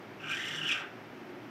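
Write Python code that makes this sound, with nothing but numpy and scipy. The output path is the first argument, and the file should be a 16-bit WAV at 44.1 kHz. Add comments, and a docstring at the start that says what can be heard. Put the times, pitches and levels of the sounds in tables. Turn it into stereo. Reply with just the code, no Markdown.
"""A small parrot's raspy call

A parrot calls once, close by, in a room with steady noise, a low rumble and faint swelling hums.
Its voice organ, the syrinx, flutters unevenly: each flap is a tiny falling chirp near 3 kHz with a
puff of hiss, over a lower grating band. About thirty times a second the voice catches in a falling
croak, loudest near the end, and the call closes in a broad scrape."""
import sys
import numpy as np
from scipy import signal
from scipy.fft import rfft, irfft, next_fast_len
from scipy.io import wavfile
from scipy.ndimage import map_coordinates

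SR = 44100
rng = np.random.default_rng(int(sys.argv[2]) if len(sys.argv) > 2 else 0)


def master_out(mix):
    """Clip the mix to full scale and print it as 16-bit PCM to the path in sys.argv[1]."""
    frames = np.transpose(np.atleast_2d(mix))
    ceiling = np.clip(frames, -1, 1)
    pcm = np.round(ceiling * 32767).astype(np.int16)
    wavfile.write(sys.argv[1], SR, pcm)


N = 66150  # 1.5 seconds


def amp(db):
    """Turn decibels into a gain."""
    return 10 ** (np.asarray(db) / 20)


def unit(x):
    """Scale a signal to an average (rms) level of 1."""
    return x / np.sqrt(np.mean(x ** 2) + 1e-20)


def along(points, hz):
    """Read a table of (freq_hz, value) points on a log frequency axis."""
    freqs, values = np.transpose(points)
    return np.interp(np.log(hz + 1), np.log(freqs + 1), values)


def curves(rows):
    """Join a table's timed points with lines: one curve for each column after the time."""
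    times, *columns = np.transpose(rows)
    return [np.interp(np.arange(N) / SR, times, column) for column in columns]


def sounding(rows):
    """On between a table's first and last time, off elsewhere."""
    t = np.arange(N) / SR
    return (t > rows[0][0]) & (t < rows[-1][0])


def wobble(per_s):
    """A smooth curve through per_s random values a second."""
    return map_coordinates(rng.standard_normal(N), [np.arange(N) * per_s / SR], mode="wrap")


def filtered(x, response):
    """Multiply each frequency in x by response(hz)."""
    size = next_fast_len(N + SR // 2)
    return irfft(rfft(x, size) * response(np.fft.rfftfreq(size, 1 / SR)), size)[..., :N]


def coloured(x, colour):
    """Turn frequencies up or down by a table of (freq_hz, gain_db)."""
    return filtered(x, lambda hz: amp(along(colour, hz)))


def noise(colour):
    """Noise of level 1 with the given tone colour."""
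    return unit(coloured(rng.standard_normal(N), colour))


def add(track, start_s, sound):
    """Mix a sound into a track."""
    part = track[int(start_s * SR):][:len(sound)]
    part += sound[:len(part)]


def panned(stereo, balance):
    """Lean each frequency to the left or right."""
    return filtered(stereo, lambda hz: amp(np.outer([.5, -.5], along(balance, hz))))


# How alike the room noise is on both sides (1 = the same): freq_hz, likeness
NOISE_LIKENESS = [(60, 1), (130, 0.82), (290, 0.82), (640, 0.3), (1410, -0.34), (3100, 0.047),
                  (10000, -0.068)]
# Which side the room noise favours: freq_hz, left_over_right_db
NOISE_BALANCE = [(60, 2.5), (200, -0.5), (400, 1.5), (1300, -0.5), (4400, -3), (8100, -6.5), (15000, 11.5)]
def spread_noise(colour):
    """Noise from all around: alike on both sides in the bass, unrelated in the treble."""
    def shares(hz):
        angle = np.arccos(np.clip(along(NOISE_LIKENESS, hz), -1, 1)) / 2
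        return np.array([np.cos(angle), np.sin(angle)])
    mid, side = filtered(np.array([noise(colour), noise(colour)]), shares)
    return unit(panned(np.array([mid + side, mid - side]), NOISE_BALANCE))


# Tone colour of the steady noise: freq_hz, gain_db
STEADY_COLOUR = [(20, -64), (40, -45), (60, -28), (75, -24.5), (88, -26), (105, -6.5), (135, -9.5),
                 (170, -11.5), (215, -7), (280, -8.5), (370, -6.5), (480, -12), (740, -10), (1050, -14),
                 (1300, -11.5), (2200, -15.5), (3200, -24), (3900, -30.5), (5600, -33), (7300, -44),
                 (10500, -48), (12200, -41), (15500, -53.5)]
# Swells of the rumble: time_s, level_db
RUMBLE_LEVEL = [(0, -58), (.3, -57.5), (.7, -51), (.92, -61), (1.1, -52), (1.28, -49.5), (1.5, -52)]
# Tone colour of the rumble: freq_hz, gain_db
RUMBLE_COLOUR = [(30, -80), (120, -34), (220, -9.5), (290, 0), (370, -2), (470, -22.5), (800, -51)]
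def room_noise():
    """Steady noise and a low rumble that slowly swells."""
    steady = amp(-46) * spread_noise(STEADY_COLOUR)
    rumble = amp(curves(RUMBLE_LEVEL)[0]) * spread_noise(RUMBLE_COLOUR)
    return steady + rumble


# Faint held tones: start_s, length_s, pitch_hz, level_db
HUM_NOTES = [(.172, 0.21, 156.7, -51.5), (.47, 0.27, 155.6, -48), (0.623, .32, 576, -55.5)]
def hums():
    """Wavering hums swell and fade over a faint low tone that never stops."""
    def tone(pitch_hz, waver):
        hz = pitch_hz * (1 + waver * wobble(per_s=12))
        return np.sin(2 * np.pi * np.cumsum(hz) / SR)
    out = amp(-67) * tone(pitch_hz=108.6, waver=0.031)
    for start_s, length_s, pitch_hz, level_db in HUM_NOTES:
        swell = np.sin(np.linspace(0, np.pi, int(length_s * SR)))
        add(out, start_s, amp(level_db) * swell * tone(pitch_hz, waver=0.0029)[:len(swell)])
    return out


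# Time the room's echo takes to fade by 60 dB: freq_hz, fade_s
ECHO_FADE = [(300, 0.96), (1500, 0.51), (3000, 0.39), (6000, 0.32), (12000, 0.28)]
def room_echo(voice, walls_db=-3, tail_db=-5.5, bounces=8):
    """Near walls answer first, then a blur of echoes dies away."""
    hz, t, spectrum = signal.stft(rng.standard_normal((2, SR // 2)), SR, nperseg=256)
    fade = amp(-60 * t / along(ECHO_FADE, hz)[:, None])
    tail = signal.istft(spectrum * fade, SR, nperseg=256)[1]
    tail = amp(tail_db) * tail / np.linalg.norm(tail[0])
    echo = np.pad(tail, ((0, 0), (200, 0)))  # the tail starts 4.5 ms late
    for side in echo:
        for delay_s, sign in zip(rng.uniform(.001, .013, bounces), rng.choice([-1, 1], bounces)):
            side[int(delay_s * SR)] += sign * amp(walls_db) / np.sqrt(bounces)
    return signal.fftconvolve(voice[None], echo, axes=1)[:, :N]


# Tone colour of the tick: freq_hz, gain_db
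TICK_TONE = [(50, -60), (200, -25), (600, -2), (1000, 5), (1400, 3), (2100, -14), (3500, -10), (5500, -18),
             (9000, -60)]
def tick(start_s=.806, level_db=-40, rise_s=0.00098, fade_s=.06):
    """A soft dull tick, perhaps the beak closing."""
    t = np.maximum(np.arange(N) / SR - start_s, 0)
    return noise(TICK_TONE) * amp(level_db - 60 * t / fade_s) * (1 - np.exp(-t / rise_s))


def puff(rise_s):
    """The strength of one puff of air: a quick rise, then a slower fall."""
    age = np.arange(SR // 20) / SR / rise_s
    return age * np.exp(1 - age)


# Sharp spits of air near the start of some croaks: start_s, level_db
AIR_SPITS = [(0.284, -49.5), (.56, -39.5), (.57, -46), (.716, -44)]
# Their tone colour: freq_hz, gain_db
SPIT_TONE = [(1500, -30), (3500, 7), (4200, -10), (5600, 1), (6400, -7.5), (7400, -4), (9500, -18.5),
             (14000, -31)]
def spits():
    """Air bursts out as the syrinx snaps open."""
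    bursts = np.zeros(N)
    for start_s, level_db in AIR_SPITS:
        add(bursts, start_s, amp(level_db) * puff(rise_s=0.0013))
    return bursts * noise(SPIT_TONE)


def rushing_air(puffs, colour, levels, leak=0.092):
    """Air rushes through the beak with every puff, and a little leaks in between."""
    air = coloured(rng.standard_normal(N) * (leak + puffs), colour)
    return unit(air) * amp(curves(levels)[0]) * sounding(levels)


# Loudness of the hiss: time_s, level_db
HISS_LEVEL = [(.19, -63), (.22, -64), (0.281, -53), (.305, -45.5), (.37, -48), (.56, -47), (.62, -51),
              (.68, -43.5), (.73, -44), (.765, -52.5), (.81, -52.5)]
# Tone colour of the hiss: freq_hz, gain_db
HISS_TONE = [(700, -83), (1200, 7), (1900, 10), (2300, -4.5), (3000, 2), (3900, 0.5), (4170, -8.5),
             (4500, -3.5), (5200, -5), (5800, 0.5), (6300, -10.5), (7400, -9), (9200, -18), (11000, -21.5),
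             (11800, -25), (12700, -13.5), (13600, -38), (14500, -53)]
# Loudness of the closing scrape: time_s, level_db
SCRAPE_LEVEL = [(.72, -58), (.765, -45), (.79, -42), (.82, -50), (.855, -53.5), (.875, -70)]
# Tone colour of the scrape: freq_hz, gain_db
SCRAPE_TONE = [(700, -40), (1250, 0), (1900, 0), (2600, -7), (3300, -6), (4100, -24), (8000, -57)]
def beak_air(puffs):
    """Air in the beak hisses through the call and ends in a broad, duller scrape."""
    return rushing_air(puffs, HISS_TONE, HISS_LEVEL) + rushing_air(puffs, SCRAPE_TONE, SCRAPE_LEVEL)


# The lower grating band: time_s, level_db, centre_hz
GRATE_PATH = [(.19, -52, 1401), (.225, -50, 1435), (.285, -44.5, 1432), (.32, -43, 1450), (.355, -42, 1700),
              (.39, -41, 1923), (.47, -45.5, 1924), (.54, -43.5, 1948), (.62, -48.5, 1551), (.7, -47, 1515),
              (.77, -44.5, 1450), (.795, -51.5, 1415), (.85, -47, 1465)]
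def grate(puffs, width_hz=470, skirt_hz=1400, skirt_db=-11.5, leak=0.43):
    """A lower resonance, fed by the puffs, that rises in mid-call and sinks again."""
    level_db, centre_hz = curves(GRATE_PATH)
    phase = 2 * np.pi * np.cumsum(centre_hz) / SR
    band = np.zeros(N)
    for wave in (np.cos, np.sin):  # a narrow band of noise on a wider, weaker skirt
        band += (wobble(width_hz) + amp(skirt_db) * wobble(skirt_hz)) * wave(phase)
    return unit(band * (leak + puffs)) * amp(level_db) * sounding(GRATE_PATH)


# What the throat boosts and cuts: freq_hz, gain_db
THROAT_COLOUR = [(1500, 16.5), (2400, -1), (3300, 0.5), (3850, -2.5), (4150, -21), (4700, -9), (5300, 3),
                 (5750, -7), (6300, -26), (7300, -13), (9000, -21)]
def throat(x):
    """The throat colours the chirps, with a sharp dip just above 4 kHz."""
    return coloured(x, THROAT_COLOUR)


def chirp(length_s, first_hz, last_hz, waver, bend=1.776, octave_db=-22.5):
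    """One note of the syrinx, falling fast and then levelling off, with a weak octave above."""
    progress = np.linspace(0, 1, max(int(length_s * SR), 8))
    slide_hz = last_hz + (first_hz - last_hz) * (1 - progress) ** bend
    phase = 2 * np.pi * np.cumsum(slide_hz * (1 + waver[:len(progress)])) / SR
    swell = np.sqrt(2) * np.sin(np.pi * progress ** 1.21)
    return swell * (np.sin(phase) + amp(octave_db) * np.sin(2 * phase))


FLAPS_PER_S, FLAP_UNEVENNESS = 160, .25
# The rasp under the croaks, before the throat colours it: time_s, level_db, pitch_hz
RASP_PATH = [(.195, -59, 2750), (.27, -49, 2760), (.335, -50, 2836), (.39, -52, 3240), (.47, -53, 3194),
             (.575, -48.5, 3220), (.635, -48, 3036), (.675, -44, 3090), (.715, -35, 3107),
             (.765, -37.5, 2820), (.8, -62, 2710)]
def rasp(spread_db=4, pitch_scatter=0.0646, give_way=0.6):
    """Uneven flaps of the syrinx: each makes a chirp and puffs air into the grating band and the beak."""
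    level_db, pitch_hz = curves(RASP_PATH)
    gaps, sizes, detunes = rng.standard_normal((400, 3)).T
    starts = RASP_PATH[0][0] + np.cumsum(np.exp(FLAP_UNEVENNESS * gaps)) / FLAPS_PER_S
    chirps, puffs = np.zeros(N), np.zeros(N)
    waver = 0.073 * wobble(per_s=1500)
    for start_s, size, detune in zip(starts, sizes, detunes):
        if start_s < RASP_PATH[-1][0] + .2:  # the puffs carry on through the scrape
            i = int(start_s * SR)
            gain = amp(spread_db * np.tanh(size))
            hz = pitch_hz[i] * (1 + pitch_scatter * detune)
            flap = chirp(length_s=0.00657, first_hz=1.22 * hz, last_hz=.89 * hz, waver=waver[i:])
            add(chirps, start_s, gain * flap)
            add(puffs, start_s, gain * puff(rise_s=0.0016))
    chirps = unit(chirps) * amp(level_db) * sounding(RASP_PATH)
    chirps *= 1 - give_way * croaking()  # quieter while the syrinx holds a croak
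    return throat(chirps) + beak_air(puffs) + grate(puffs)


# Croaks, before the throat: start_s, length_s, first_hz, last_hz, level_db, flutter (capped at 1)
CROAK_NOTES = [(0.194, 0.021, 2845, 2540, -46.5, 0.34), (.226, 0.036, 3060, 2483, -44, 0.97),
               (0.26, 0.022, 3014, 2360, -40.5, .7), (0.292, .027, 3036, 2306, -36, 0.44),
               (0.321, 0.026, 3455, 2420, -35.5, 0.93), (.362, 0.022, 3560, 2474, -37.5, 0.77),
               (.399, 0.017, 3430, 2670, -40, .7), (0.429, 0.02, 3497, 2650, -37, 0.77),
               (0.467, 0.019, 3340, 2610, -37.5, 0.86), (.502, 0.023, 3384, 2785, -38, 0.74),
               (.54, .018, 3344, 2740, -40, 0.56), (.562, 0.0346, 3468, 2750, -40, .8),
               (0.602, 0.0321, 3320, 2593, -36.5, 0.03), (.645, 0.022, 3197, 2804, -33.5, 0.77),
               (0.679, .034, 3222, 2308, -28, 0.2), (.72, 0.023, 3206, 2330, -27.5, 0.41),
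               (0.742, 0.022, 2765, 2330, -37, 0.87), (.76, .018, 2980, 2385, -42, 1.1)]
# Single hard flaps among the croaks, before the throat: start_s, pitch_hz, level_db
HARD_FLAPS = [(.282, 3020, -38.5), (.312, 2552, -30), (0.414, 3210, -38.5), (.451, 3260, -39),
              (.486, 3070, -37), (.63, 2950, -35), (.664, 3000, -32.5), (.673, 3275, -34)]
def croaks(flutter_depth=.9, pitch_swing=.09):
    """The voice catches and slides down; flutter chops each slide into short chirps."""
    out = np.zeros(N)
    waver = .035 * wobble(per_s=900)
    flap_hz = FLAPS_PER_S * (1 + FLAP_UNEVENNESS * wobble(FLAPS_PER_S))
    for start_s, length_s, first_hz, last_hz, level_db, flutter in CROAK_NOTES:
        i, flutter = int(start_s * SR), np.clip(flutter, 0, 1)
        flap_phase = 2 * np.pi * np.cumsum(flap_hz[i:]) / SR
        swing = flutter * pitch_swing * np.sin(flap_phase)
        note = chirp(length_s, first_hz, last_hz, waver[i:] + swing)
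        chop = unit(1 - flutter_depth * flutter * np.cos(flap_phase[:len(note)]))
        add(out, start_s, amp(level_db) * note * chop)
    for start_s, hz, level_db in HARD_FLAPS:
        i = int(start_s * SR)
        flap = chirp(length_s=0.00773, first_hz=1.186 * hz, last_hz=.905 * hz, waver=waver[i:])
        add(out, start_s, amp(level_db) * flap)
    return throat(out)


def croaking():
    """A curve that rises from 0 to 1 and back during each croak."""
    held = np.zeros(N)
    for start_s, length_s, *_ in CROAK_NOTES:
        add(held, start_s, np.sin(np.linspace(0, np.pi, int(length_s * SR))))
    return held.clip(0, 1)


# Which side the bird and its echo favour: freq_hz, left_over_right_db
PARROT_BALANCE = [(1000, 1.5), (1500, -6), (2200, 0.5), (3100, -2), (4600, -7), (5900, -4.5), (7500, -12),
                  (9800, 1.5), (12000, 2)]
def parrot(lead_s=0.00033):
    """The bird and its echo. 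It sits a little to one side, so the left microphone hears it first."""
    voice = rasp() + croaks() + spits() + tick()
    direct = filtered(voice, lambda hz: np.exp(1j * np.pi * lead_s * np.outer([1, -1], hz)))
    return panned(direct + room_echo(voice), PARROT_BALANCE)


def scene():
    """The call over the room's background."""
    return parrot() + hums() + room_noise()


def record(dry):
    """The recorder keeps nothing above 15.7 kHz."""
    return filtered(dry, lambda hz: hz < 15700)


dry = scene()
out = record(dry)
master_out(out)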